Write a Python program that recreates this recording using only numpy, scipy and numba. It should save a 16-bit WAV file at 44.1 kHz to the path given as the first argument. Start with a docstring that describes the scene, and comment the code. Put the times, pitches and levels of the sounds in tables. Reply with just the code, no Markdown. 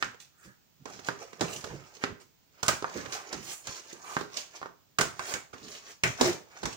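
"""At a desk in a small room, a sheet of kraft paper is worked into a plastic corner punch and cut twice.
The sheet hisses and scrapes as filtered noise made of tiny catches, and wobbles as short fluttering tones.
Buckles, creases and knocks are short filtered bursts; the punch cracks through the fibres and clacks back.
A phone close by hears the paper and punch mostly from the right, over a faint rumble and hiss."""
import sys
import numpy as np
from scipy import signal
from scipy.fft import rfft, irfft
from scipy.io import wavfile
from scipy.ndimage import uniform_filter1d, minimum_filter1d, map_coordinates
from numba import njit

SR = 44100
rng = np.random.default_rng(int(sys.argv[2]) if len(sys.argv) > 2 else 0)


def store_pcm(level_fs):
    """Save levels as 16-bit WAV."""
    pcm = np.round(np.clip(level_fs, -1, 1) * 32767).astype(np.int16)
    wavfile.write(sys.argv[1], SR, np.atleast_2d(pcm).T)


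N = 298116
TIME = np.arange(N) / SR


def undb(db):
    """Turn decibels into gain."""
    return 10 ** (np.asarray(db) / 20)


def unit(x):
    """Scale to unit energy."""
    return x / np.sqrt(np.sum(x ** 2))


def read(points, hz):
    """Read a colour table between its points, on a log-frequency axis."""
    f, value = np.transpose(points)
    return np.interp(np.log(np.maximum(hz, 1)), np.log(f), value)


def response(colour, thud_db=0, bright_db=0, pop_hz=1250, pop_db=0, octaves=1.0, size=2048):
    """Filter for a colour plus a bass shelf, a treble shelf and one broad resonance; it never sounds early."""
    hz = np.arange(size // 2 + 1) * SR / size
    thud = thud_db / (1 + (hz / 620) ** 4)
    bright = bright_db * (1 - 1 / (1 + (hz / 2900) ** 4))
    pop = pop_db * np.exp(-(np.log2((hz + 1) / pop_hz) / octaves) ** 2)
    # folding the cepstrum gives minimum phase: the energy comes as early as it can
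    cepstrum = irfft(np.log(undb(read(colour, hz) + thud + bright + pop)))
    cepstrum[1:size // 2] *= 2
    cepstrum[size // 2 + 1:] = 0
    return unit(irfft(np.exp(rfft(cepstrum))))


def through(x, ir):
    """Convolve, keeping the length."""
    return signal.fftconvolve(x, ir)[:len(x)]


def add(track, s, sound):
    """Mix a stereo sound into the track at a time in seconds."""
    start = max(int(s * SR), 0)
    track[:, start:start + sound.shape[1]] += sound[:, :N - start]


def walk(rate):
    """A random line that wanders around zero, with a new target `rate` times a second."""
    k = int(SR / rate)
    steps = np.repeat(rng.standard_normal(N // k + 1), k)
    return 2.0 * uniform_filter1d(steps, k)[:N]


def swell(s, rise_s, fall_s, shape=1.62):
    """Power of one movement: it gathers speed, then slows; shape 1 is a pointed swell, 2 a bell."""
    u = TIME - s
    near = (u > -4 * rise_s) & (u < 4 * fall_s)
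    power = np.zeros(N)
    power[near] = np.exp(-2 * np.maximum(-u[near] / rise_s, u[near] / fall_s) ** shape)
    return power


# faint background: f/Hz, level/dB
QUIET_COLOUR = [(30, -0.5), (130, 7.5), (400, -4), (600, -6.5), (1450, -9.5), (6900, -9.5), (9000, -21),
                (13700, -29), (14800, -3), (16000, -9)]


def quiet(level_db=-63.5, left_db=-3):
    """Faint room rumble and microphone hiss: separate noise in each port, the left one softer."""
    both = np.array([through(rng.standard_normal(N), response(QUIET_COLOUR)) for _ in range(2)])
    return both * undb(level_db + np.array([[left_db], [0]]))


PORT_LAG = 10  # samples by which the left port hears the direct sound later
BASS_SHADE_DB = -4  # bass in the left port against the right
ROOM_T60_LOW_S, ROOM_T60_HIGH_S = 0.41, 0.3  # time for the bass and the treble to fade by 60 dB


def room(wet_db, left_db, near_db=-2, near_s=0.0029, build_s=0.0015, split_hz=700, size=12288):
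    """Paths from one spot to the two ports: direct sound, then echoes off desk clutter and walls."""
    t = np.arange(size) / SR
    noise = rng.standard_normal((2, size))
    low_pass = signal.butter(1, split_hz, fs=SR)
    bass = signal.lfilter(*low_pass, noise)
    bass_fade = np.exp(-np.log(1000) * t / ROOM_T60_LOW_S)
    treble_fade = np.exp(-np.log(1000) * t / ROOM_T60_HIGH_S)
    walls = bass * bass_fade + (noise - bass) * treble_fade
    # the walls answer from all around, so they lean less to one side
    sides = np.array([[1], [-1]]) / 2
    walls = walls * undb(-sides * left_db / 2)
    clutter = noise * abs(noise) * np.exp(-t / near_s) * (t > .001)
    echoes = unit(walls * (1 - np.exp(-t / build_s))) + undb(near_db) * unit(clutter)
    direct = np.array([signal.unit_impulse(size, PORT_LAG), signal.unit_impulse(size)])
    paths = np.sqrt(2) * unit(unit(direct) + undb(wet_db) * unit(echoes))
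    shaded = paths + (undb(sides * BASS_SHADE_DB) - 1) * signal.lfilter(*low_pass, paths)
    return shaded * undb(sides * left_db)


def place(x, wet_db, left_db):
    """Put a short sound at its own spot on the desk; left_db is the left level against the right."""
    return signal.fftconvolve(x[None], room(wet_db, left_db), axes=1)


def roam(x, wet_db, left_db, size=16384):
    """Cross-fade a long sound through freshly drawn echoes, as if its spot kept moving."""
    out, padded = np.zeros((2, N)), np.pad(x, (0, size))
    for start in range(0, N, size // 2):
        fade = signal.windows.hann(size, sym=False)
        if start == 0:
            fade[:size // 2] = 1
        add(out, start / SR, place(padded[start:start + size] * fade, wet_db, left_db))
    return out


# the hand pushes the sheet along:
# t/s at the fastest, speeding up/s, slowing down/s, level/dB, edge scrape against the slide/dB
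STROKES = [(0.026, 0.033, 0.029, -47, -1.5), (.213, 0.014, 0.026, -48, -23),
           (0.459, 0.041, 0.015, -53.5, -9), (.94, 0.071, 0.051, -55.5, 3),
           (1.074, 0.034, 0.017, -43, -4.5), (1.222, 0.021, 0.017, -47, 3.5),
           (1.56, 0.11, 0.027, -42.5, -2.5), (1.715, 0.21, 0.084, -52, 2.5),
           (2.032, 0.028, 0.0087, -46.5, 0.5), (2.212, 0.012, 0.013, -47.5, -11.5),
           (2.612, 0.065, 0.011, -60.5, 1), (2.964, 0.092, 0.12, -45.5, 1.5),
           (3.133, 0.027, 0.041, -40.5, -2), (3.35, 0.28, 0.0073, -53.5, 6),
           (3.513, 0.13, 0.036, -41.5, -8.5), (3.673, 0.027, 0.073, -43, -7.5),
           (3.78, 0.055, 0.028, -45, -4), (3.899, 0.09, 0.025, -52, -1.5),
           (4.139, 0.11, 0.074, -42.5, -7.5), (4.381, 0.045, 0.034, -40, -5.5),
           (4.569, 0.036, 0.011, -49.5, 1.5), (5.324, 0.094, 0.0075, -35, -5),
           (5.66, 0.048, 0.088, -48, -10), (5.769, 0.14, 0.018, -47.5, -4), (5.905, 0.07, 0.021, -46, -6.5),
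           (6.07, 0.022, 0.056, -41, -4), (6.242, 0.042, 0.059, -31.5, 1), (6.57, 0.072, 0.11, -55, 1.5),
           (6.737, 0.026, 0.01, -42.5, -13)]
# fingers keep the held sheet stirring faintly: start t/s, end t/s, level/dB
GRIPS = [(0.86, 1.975, -60), (2.703, 4.676, -64.5)]
# the sheet is bent and settles with a low rustle: t/s, level/dB before the flex trim, settling/s
FLEXES = [(.04, -46, 0.063), (0.476, -52, 0.033), (.89, -56, 0.28), (1.44, -44.5, 0.11),
          (1.719, -40, 0.075), (2.12, -43, 0.025), (2.98, -47.5, 0.13), (3.35, -45.5, 0.12),
          (3.696, -46, 0.02), (5.638, -48, 0.057), (6.26, -33.5, 0.052), (6.65, -41, 0.055)]
GRIP_FADE_S, FLEX_RISE_S = 0.0293, 0.022
STROKE_RIPPLE_DB = -8  # a scraping edge sets small ripples going in the sheet
# every snap or clack leaves the sheet shivering: levels against its table level
SHIVER_EDGE_DB, SHIVER_RIPPLE_DB, SHIVER_FLEX_DB = -16, -18.5, -24.5
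SHIVER_RISE_S, SHIVER_FALL_S = 0.0013, 0.038


def handling():
    """Levels in dB of slide, scrape, ripple and flex: strokes, grip, bends and shivers add in power."""
    slide, scrape = np.zeros((2, N))
    for s, rise_s, fall_s, db, edge_db in STROKES:
        stroke = swell(s, rise_s, fall_s) * undb(db) ** 2
        slide += stroke
        scrape += stroke * undb(edge_db) ** 2
    for start, end, db in GRIPS:
        held = 1. * ((TIME > start) & (TIME < end))
        grip = uniform_filter1d(held, int(GRIP_FADE_S * SR)) * undb(db) ** 2
        slide += grip
        scrape += grip
    ripple = scrape * undb(STROKE_RIPPLE_DB) ** 2
    flex = sum(swell(s, FLEX_RISE_S, settle_s) * undb(db) ** 2 for s, db, settle_s in FLEXES)
    shiver = np.zeros(N)
    for s, db, *_ in SNAPS + CLACKS:
        shiver += swell(s + 2 * SHIVER_RISE_S, SHIVER_RISE_S, SHIVER_FALL_S) * undb(db) ** 2
    scrape = scrape + shiver * undb(SHIVER_EDGE_DB) ** 2
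    ripple = ripple + shiver * undb(SHIVER_RIPPLE_DB) ** 2
    flex = flex + shiver * undb(SHIVER_FLEX_DB) ** 2
    return 10 * np.log10(np.array([slide, scrape, ripple, flex]) + 1e-12)


def friction(db, colour, grain_db, slip_db, slip_rate, catches_per_s=SR / 4):
    """Tiny catches of paper fibre, of random sizes, coming in uneven slips."""
    sizes = undb(grain_db * np.minimum(rng.exponential(1, N), 7))
    catches = rng.standard_normal(N) * sizes * (rng.random(N) < catches_per_s / SR)
    level = undb(db + slip_db * walk(slip_rate))
    return through(catches / catches.std() * level, response(colour))


def buckle(x, patchy_db=2.2, per_s=45, per_octave=1.5):
    """As the sheet bends, its contact patches come and go, each with its own colour."""
    hz, t, frames = signal.stft(x, SR)
    octave = np.log2(np.maximum(hz, hz[1]) / hz[1])
    spots = np.meshgrid(octave * per_octave, t * per_s, indexing="ij")
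    patches = map_coordinates(rng.standard_normal(frames.shape), spots)
    return signal.istft(frames * undb(patchy_db * patches), SR)[1][:N]


# low rustle of the bent sheet, and its small ripples: f/Hz, level/dB
FLEX_COLOUR = [(60, -5), (125, 6.5), (320, -2), (600, -8.5), (1200, -59)]
RIPPLE_COLOUR = [(60, -27.5), (200, -8.5), (390, 7.5), (720, -1), (1300, -35)]


def bending(ripple_db, flex_db):
    """The flexing sheet rustles low, with small ripples above."""
    ripple = friction(ripple_db, RIPPLE_COLOUR, grain_db=3, slip_db=1.4, slip_rate=40)
    flex = friction(flex_db, FLEX_COLOUR, grain_db=2.5, slip_db=1.4, slip_rate=34)
    return roam(undb(-2.5) * flex + ripple, wet_db=-5.5, left_db=-5.5)  # -2.5 is the flex trim


# the bent sheet wobbles: t/s at the crest, level/dB, pitch f/Hz, half length/s
WOBBLES = [(0.821, -53, 142, 0.013), (1.433, -35, 242, 0.0042), (1.445, -40, 165.6, 0.023),
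           (1.719, -51, 198, 0.01), (2.965, -42.5, 195, 0.01), (6.059, -35, 159, 0.011),
           (6.095, -38, 123, 0.014), (6.222, -27.5, 254.5, 0.011), (6.262, -27.5, 356, 0.011),
           (6.283, -27, 350.5, 0.023)]
# bending modes of the sheet: multiple of the pitch, level/dB
BENDS = [(0.998, 3), (1.81, -9.5)]


def wobbles(rough=0.2):
    """Bending modes swell, flutter and die as the sheet swings."""
    out = np.zeros(N)
    for multiple, mode_db in BENDS:
        flutter = 1 + rough * multiple * walk(130)
        for s, db, hz, half_s in WOBBLES:
            near = abs(TIME - s) < 4 * half_s
            since = TIME[near] - s
            bell = np.exp(-(since / half_s) ** 2 / 2)
            phase = 2 * np.pi * (multiple * hz * since + rng.random())
            out[near] += undb(db + mode_db) * bell * np.sin(phase) * flutter[near]
    return out


# the sliding sheet, and its bright swish: f/Hz, level/dB
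SLIDE_COLOUR = [(1200, -12), (2600, 0.5), (4000, -0.5), (6600, 4), (8200, -9.5), (10500, -22), (13800, -46),
                (15000, -4), (16000, -55)]
SWISH_COLOUR = [(4000, -27.5), (7000, 7), (11500, -9.5), (15000, -6)]
# the sheet sweeps flat over the mat with a bright swish: t/s at the fastest, half length/s, level/dB
SWEEPS = [(0.45, 0.05, -61), (1.55, 0.055, -45), (3.135, 0.035, -47), (3.515, 0.07, -42),
          (5.31, 0.035, -42)]
# dB per dB of sliding, dB per dB of sliding over scraping, offset in dB
SWISH_GROWTH, SWISH_FLATNESS, SWISH_DB = 1.438, 0.093, 9


def rubbing(slide_db, scrape_db):
    """The flat sheet slides; a fast, flat stroke is brighter as its bright swish grows quicker."""
    slide = friction(slide_db, SLIDE_COLOUR, grain_db=4.5, slip_db=1.1, slip_rate=90)
    swish_db = SWISH_GROWTH * slide_db + SWISH_FLATNESS * (slide_db - scrape_db) + SWISH_DB
    sweeps = sum(swell(s, half_s, half_s) * undb(db) ** 2 for s, half_s, db in SWEEPS)
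    swish_db = 10 * np.log10(undb(swish_db) ** 2 + sweeps)
    swish = friction(swish_db, SWISH_COLOUR, grain_db=3.5, slip_db=.9, slip_rate=60)
    return roam(buckle(slide) + swish, wet_db=11.5, left_db=-7.0)


# the edge drags on the punch and the desk:
# t/s at the hardest push, building up/s, dying/s, level/dB, pitch f/Hz at the hardest push
DRAGS = [(0.455, 0.074, 0.071, -57.5, 1490), (1.232, 0.035, 0.024, -46.5, 510),
         (3.201, 0.034, 0.014, -45.5, 1240), (4.149, 0.11, 0.017, -42.5, 1170)]
DRAG_WIDTH, DRAG_RISE_OCT_PER_S = 0.35, 0.47  # width as a share of the pitch; climb in octaves per s


def drags():
    """Catches of a dragged edge ring one resonance, which climbs as the push stiffens the sheet."""
    out = np.zeros(N)
    for s, rise_s, fall_s, db, hz in DRAGS:
        power = swell(s, rise_s, fall_s)
        near = power > 0
        pitch = hz * 2 ** (DRAG_RISE_OCT_PER_S * (TIME[near] - s))
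        turn = np.exp(2j * np.pi * np.cumsum(pitch) / SR)
        catches = rng.laplace(size=len(turn)) * rng.exponential(size=len(turn))
        # shift the pitch down to zero, low-pass, shift back: a filter that follows the pitch
        low_pass = signal.butter(2, hz * DRAG_WIDTH / 2, fs=SR)
        rung = (turn * signal.lfilter(*low_pass, catches / turn)).real
        out[near] += undb(db) * np.sqrt(power[near]) * rung / rung.std()
    return out


# the scraping edge: f/Hz, level/dB
SCRAPE_COLOUR = [(300, -32.5), (600, 3), (1150, 5), (1600, 3.5), (2400, 1), (4500, -29)]
CRINKLES_PER_S, CRINKLE_DB = 90, -7  # lone fibre ticks, and their level against the scrape


def scraping(scrape_db):
    """The sheet's edge scrapes and drags, and now and then a fibre lets go with a tick of its own."""
    scrape = friction(scrape_db, SCRAPE_COLOUR, grain_db=3.0, slip_db=1.5, slip_rate=90)
    crinkle = friction(scrape_db + CRINKLE_DB, SLIDE_COLOUR, grain_db=3, slip_db=1, slip_rate=20,
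                       catches_per_s=CRINKLES_PER_S)
    return roam(buckle(scrape + crinkle) + drags(), wet_db=2.5, left_db=-3.5)


def fracture(ms, crackle_db, size=4096):
    """A sudden give, with a swelling and fading run of fibres letting go one after another."""
    u = np.arange(size) / SR * 1000 / ms
    fibres = rng.standard_normal(size) * np.sqrt(abs(u)) * np.exp(-u ** 2)
    # a longer crackle is also stronger against the give
    force = rfft(unit(signal.unit_impulse(size) + undb(crackle_db) * ms * unit(fibres)))
    # tearing has no pitch of its own, so its spectrum is kept even
    return unit(irfft(force / (abs(force) + 1e-6))[:size // 2])


MODE_SCATTER = 0.029  # share by which a ring's pitch shifts with the grip


def ring(modes, size=4096):
    """Fading modes of a struck part, a little different at every blow."""
    t = np.arange(size) / SR
    out = np.zeros(size)
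    for hz, db, t60 in modes:
        pitch = hz * (1 + MODE_SCATTER * rng.standard_normal())
        out += undb(db) * unit(np.sin(2 * np.pi * pitch * t) * np.exp(-np.log(1000) * t / t60))
    return out


# the sheet or the hand knocks against the punch's guide:
# t/s, level/dB before the blow boost, thud/dB, brightness/dB, pitch of the knock f/Hz
KNOCKS = [(0.026, -21.5, -13, -1.5, 1627), (1.087, -24, 3, -0.5, 1330), (2.0388, -21.5, 6, -0.5, 1680),
          (2.825, -32.5, 12.5, 6.5, 1140), (2.844, -25, -8.5, -17.5, 1050),
          (4.1674, -21.5, 2.5, -9.5, 1380), (4.212, -32.5, 12.5, 7, 1220), (4.616, -39, 1, -5, 1010),
          (4.629, -34, -6, -11, 1160), (4.659, -37, 2, -9, 1140)]
# the guide and the desk under it ring: f/Hz, level/dB, 60 dB fade/s
GUIDE_MODES = [(178, -2, 0.28), (417.4, -3, 0.37), (1170, -12, 0.032), (1307, -18, 0.031), (1602, 1, 0.025),
               (1892, 1, 0.019), (5000, 8, 0.036)]
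REBOUND_S, REBOUND_DB = 0.0076, -14.5  # a knock touches a second time


def knocks():
    """A hard contact at the punch's guide and its rebound: a compact knock with a short hollow ring."""
    out = np.zeros((2, N))
    for s, db, thud_db, bright_db, hz in KNOCKS:
        body = ring(GUIDE_MODES)
        rebound = undb(REBOUND_DB) * signal.unit_impulse(len(body), int(REBOUND_S * SR))
        force = signal.unit_impulse(len(body)) + rebound
        contact = through(force, response(SNAP_COLOUR, thud_db, bright_db, hz, pop_db=14.0))
        knock = contact + undb(-9.5) * unit(through(body, contact))
        add(out, s, place(undb(db) * unit(knock), wet_db=0.5, left_db=-5.5))
    return out


# the sheet buckles or slaps:
# t/s, level/dB before the blow boost, thud/dB, brightness/dB, crackle length/ms, pitch of the pop f/Hz
SNAPS = [(0.855, -37, 8.5, 7, 2.7, 1060), (1.4091, -23, 11, 15.5, 0.79, 1120),
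         (1.418, -29, 9.5, -2, 1, 1060), (1.641, -33, 18, 14, 2.3, 1260), (2.954, -33, 47, 8, 9.8, 910),
         (3.327, -30.5, 8.5, 16.5, 3.7, 1220), (3.671, -34, 2, 23, 0.65, 1250),
         (3.928, -40.5, 35.5, 42, 0.95, 1307), (5.529, -38.5, 7, 4.5, 12.3, 1300),
         (6.211, -13.5, 13, 16, 0.89, 850), (6.6294, -30.5, 18.5, 15, 6.6, 1200),
         (6.655, -26.5, -0.5, 12.5, 1.17, 1010)]
# small creases let go: t/s, level/dB before the blow boost, f/Hz
CREASES = [(0.143, -53, 900), (0.991, -44.5, 1400), (1.33, -45, 1380), (1.394, -45.5, 1100),
           (1.967, -50.5, 5000), (2.895, -48, 6160), (3.058, -39.5, 1420)]
# colour of snaps, creases and knocks: f/Hz, level/dB
SNAP_COLOUR = [(40, -18.5), (150, -9.5), (420, -2.5), (680, -12), (2800, -15.5), (6500, -15.5), (9000, -30),
               (13000, -45), (15300, -35.5)]


def snaps():
    """The stiff sheet flips between two bends with a dead, crackling pop; small creases only tick."""
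    out = np.zeros((2, N))
    for s, db, thud_db, bright_db, ms, hz in SNAPS:
        colour = response(SNAP_COLOUR, thud_db, bright_db, hz, pop_db=15.0)
        pop = through(fracture(ms, crackle_db=1), colour)
        add(out, s, place(undb(db) * unit(pop), wet_db=8.5, left_db=-7.5))
    for s, db, hz in CREASES:
        tick = through(fracture(ms=3.6, crackle_db=-1), response(SNAP_COLOUR, pop_hz=hz, pop_db=8))
        add(out, s, place(undb(db) * unit(tick), wet_db=4.5, left_db=-12.5))
    return out


# the punch bites, springs back and knocks:
# t/s, level/dB before the blow boost, thud/dB, brightness/dB, crackle length/ms, pitch of the clack f/Hz
CLACKS = [(2.629, -26, 12.5, 11, 4, 1130), (2.663, -35, 16, 14, 1.2, 1430),
          (2.681, -17.5, 19, 16, 2.5, 1540), (2.687, -19.5, 11.5, 8.5, 0.82, 1250),
          (4.9854, -18, -2, 2, 2.9, 1370), (5.0095, -19, 16.5, 11, 3.3, 1360),
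          (5.0162, -30, 28, 16, 2, 1420), (5.194, -30, 10.5, -2, 0.33, 1210),
          (5.339, -26.5, 15, 13, 0.43, 1750), (6.0354, -17, 15.5, 6, 2.2, 2210),
          (6.053, -29, 14, -4, 5, 2430)]
# the crack of the punch: f/Hz, level/dB
PUNCH_COLOUR = [(50, -12), (150, -6), (420, -16), (750, -1), (2400, 1), (4000, -5.5), (7000, -4),
                (9500, -16), (13000, -30), (15300, -16.5)]
# the punch's shell and spring ring: f/Hz, level/dB, 60 dB fade/s
PUNCH_MODES = [(420, -8, 0.077), (1574, -0.5, 0.045), (2330, -6, 0.17)]


def punch():
    """The die shears the paper and hits its stop; every blow rings the shell and spring."""
    out = np.zeros((2, N))
    for s, db, thud_db, bright_db, ms, hz in CLACKS:
        force = fracture(ms, crackle_db=14)
        colour = response(PUNCH_COLOUR, thud_db, bright_db, hz, pop_db=10.5, octaves=0.47)
        crack = unit(through(force, colour))
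        shell = ring(PUNCH_MODES)
        crack = np.pad(crack, (0, len(shell) - len(crack)))
        clack = crack + undb(-10.0) * unit(through(shell, crack))
        add(out, s, place(undb(db) * clack, wet_db=3.5, left_db=-6))
    return out


# the sheet is lifted towards the middle and put back: t/s, left against right/dB
SWING = [(5.45, 0.5), (6.15, 4), (6.65, 1)]
BLOW_BOOST_DB = 25.0  # shared by snaps, knocks and punch


def scene():
    """Paper and punch share one desk and one room."""
    slide_db, scrape_db, ripple_db, flex_db = handling()
    swinging = roam(wobbles(), wet_db=-18, left_db=-2.5)
    paper = bending(ripple_db, flex_db) + swinging + rubbing(slide_db, scrape_db) + scraping(scrape_db)
    blows = undb(BLOW_BOOST_DB) * (knocks() + snaps() + punch())
    shift_db = np.interp(TIME, *np.transpose(SWING))
    # the shift tilts the whole desk, not the background
    return (paper + blows) * undb(np.array([shift_db, -shift_db]) / 2) + quiet()


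@njit
def follow(x, release):
    """Peak follower: jumps up at once, sinks slowly."""
    y, e = np.empty(len(x)), 0.
    for i in range(len(x)):
        e = max(x[i], e * release)
        y[i] = e
    return y


def record(dry, limit_db=-3, release_s=0.036, low_hz=42, top_hz=15700):
    """The phone drops the deep bass, ducks briefly under peaks above the limit and cuts the top."""
    bass_cut = signal.butter(2, low_hz, "highpass", fs=SR, output="sos")
    sound = signal.sosfilt(bass_cut, dry)
    peak = follow(abs(sound).max(axis=0), np.exp(-1 / (release_s * SR)))
    gain = np.minimum(1, undb(limit_db) / (peak + 1e-9))
    # start each dip slightly early and round its corners
    gain = uniform_filter1d(minimum_filter1d(gain, size=41), size=41)
    top_cut = signal.ellip(8, .2, 70, top_hz, fs=SR, output="sos")
    return signal.sosfilt(top_cut, sound * gain)


dry = scene()
out = record(dry)
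store_pcm(out)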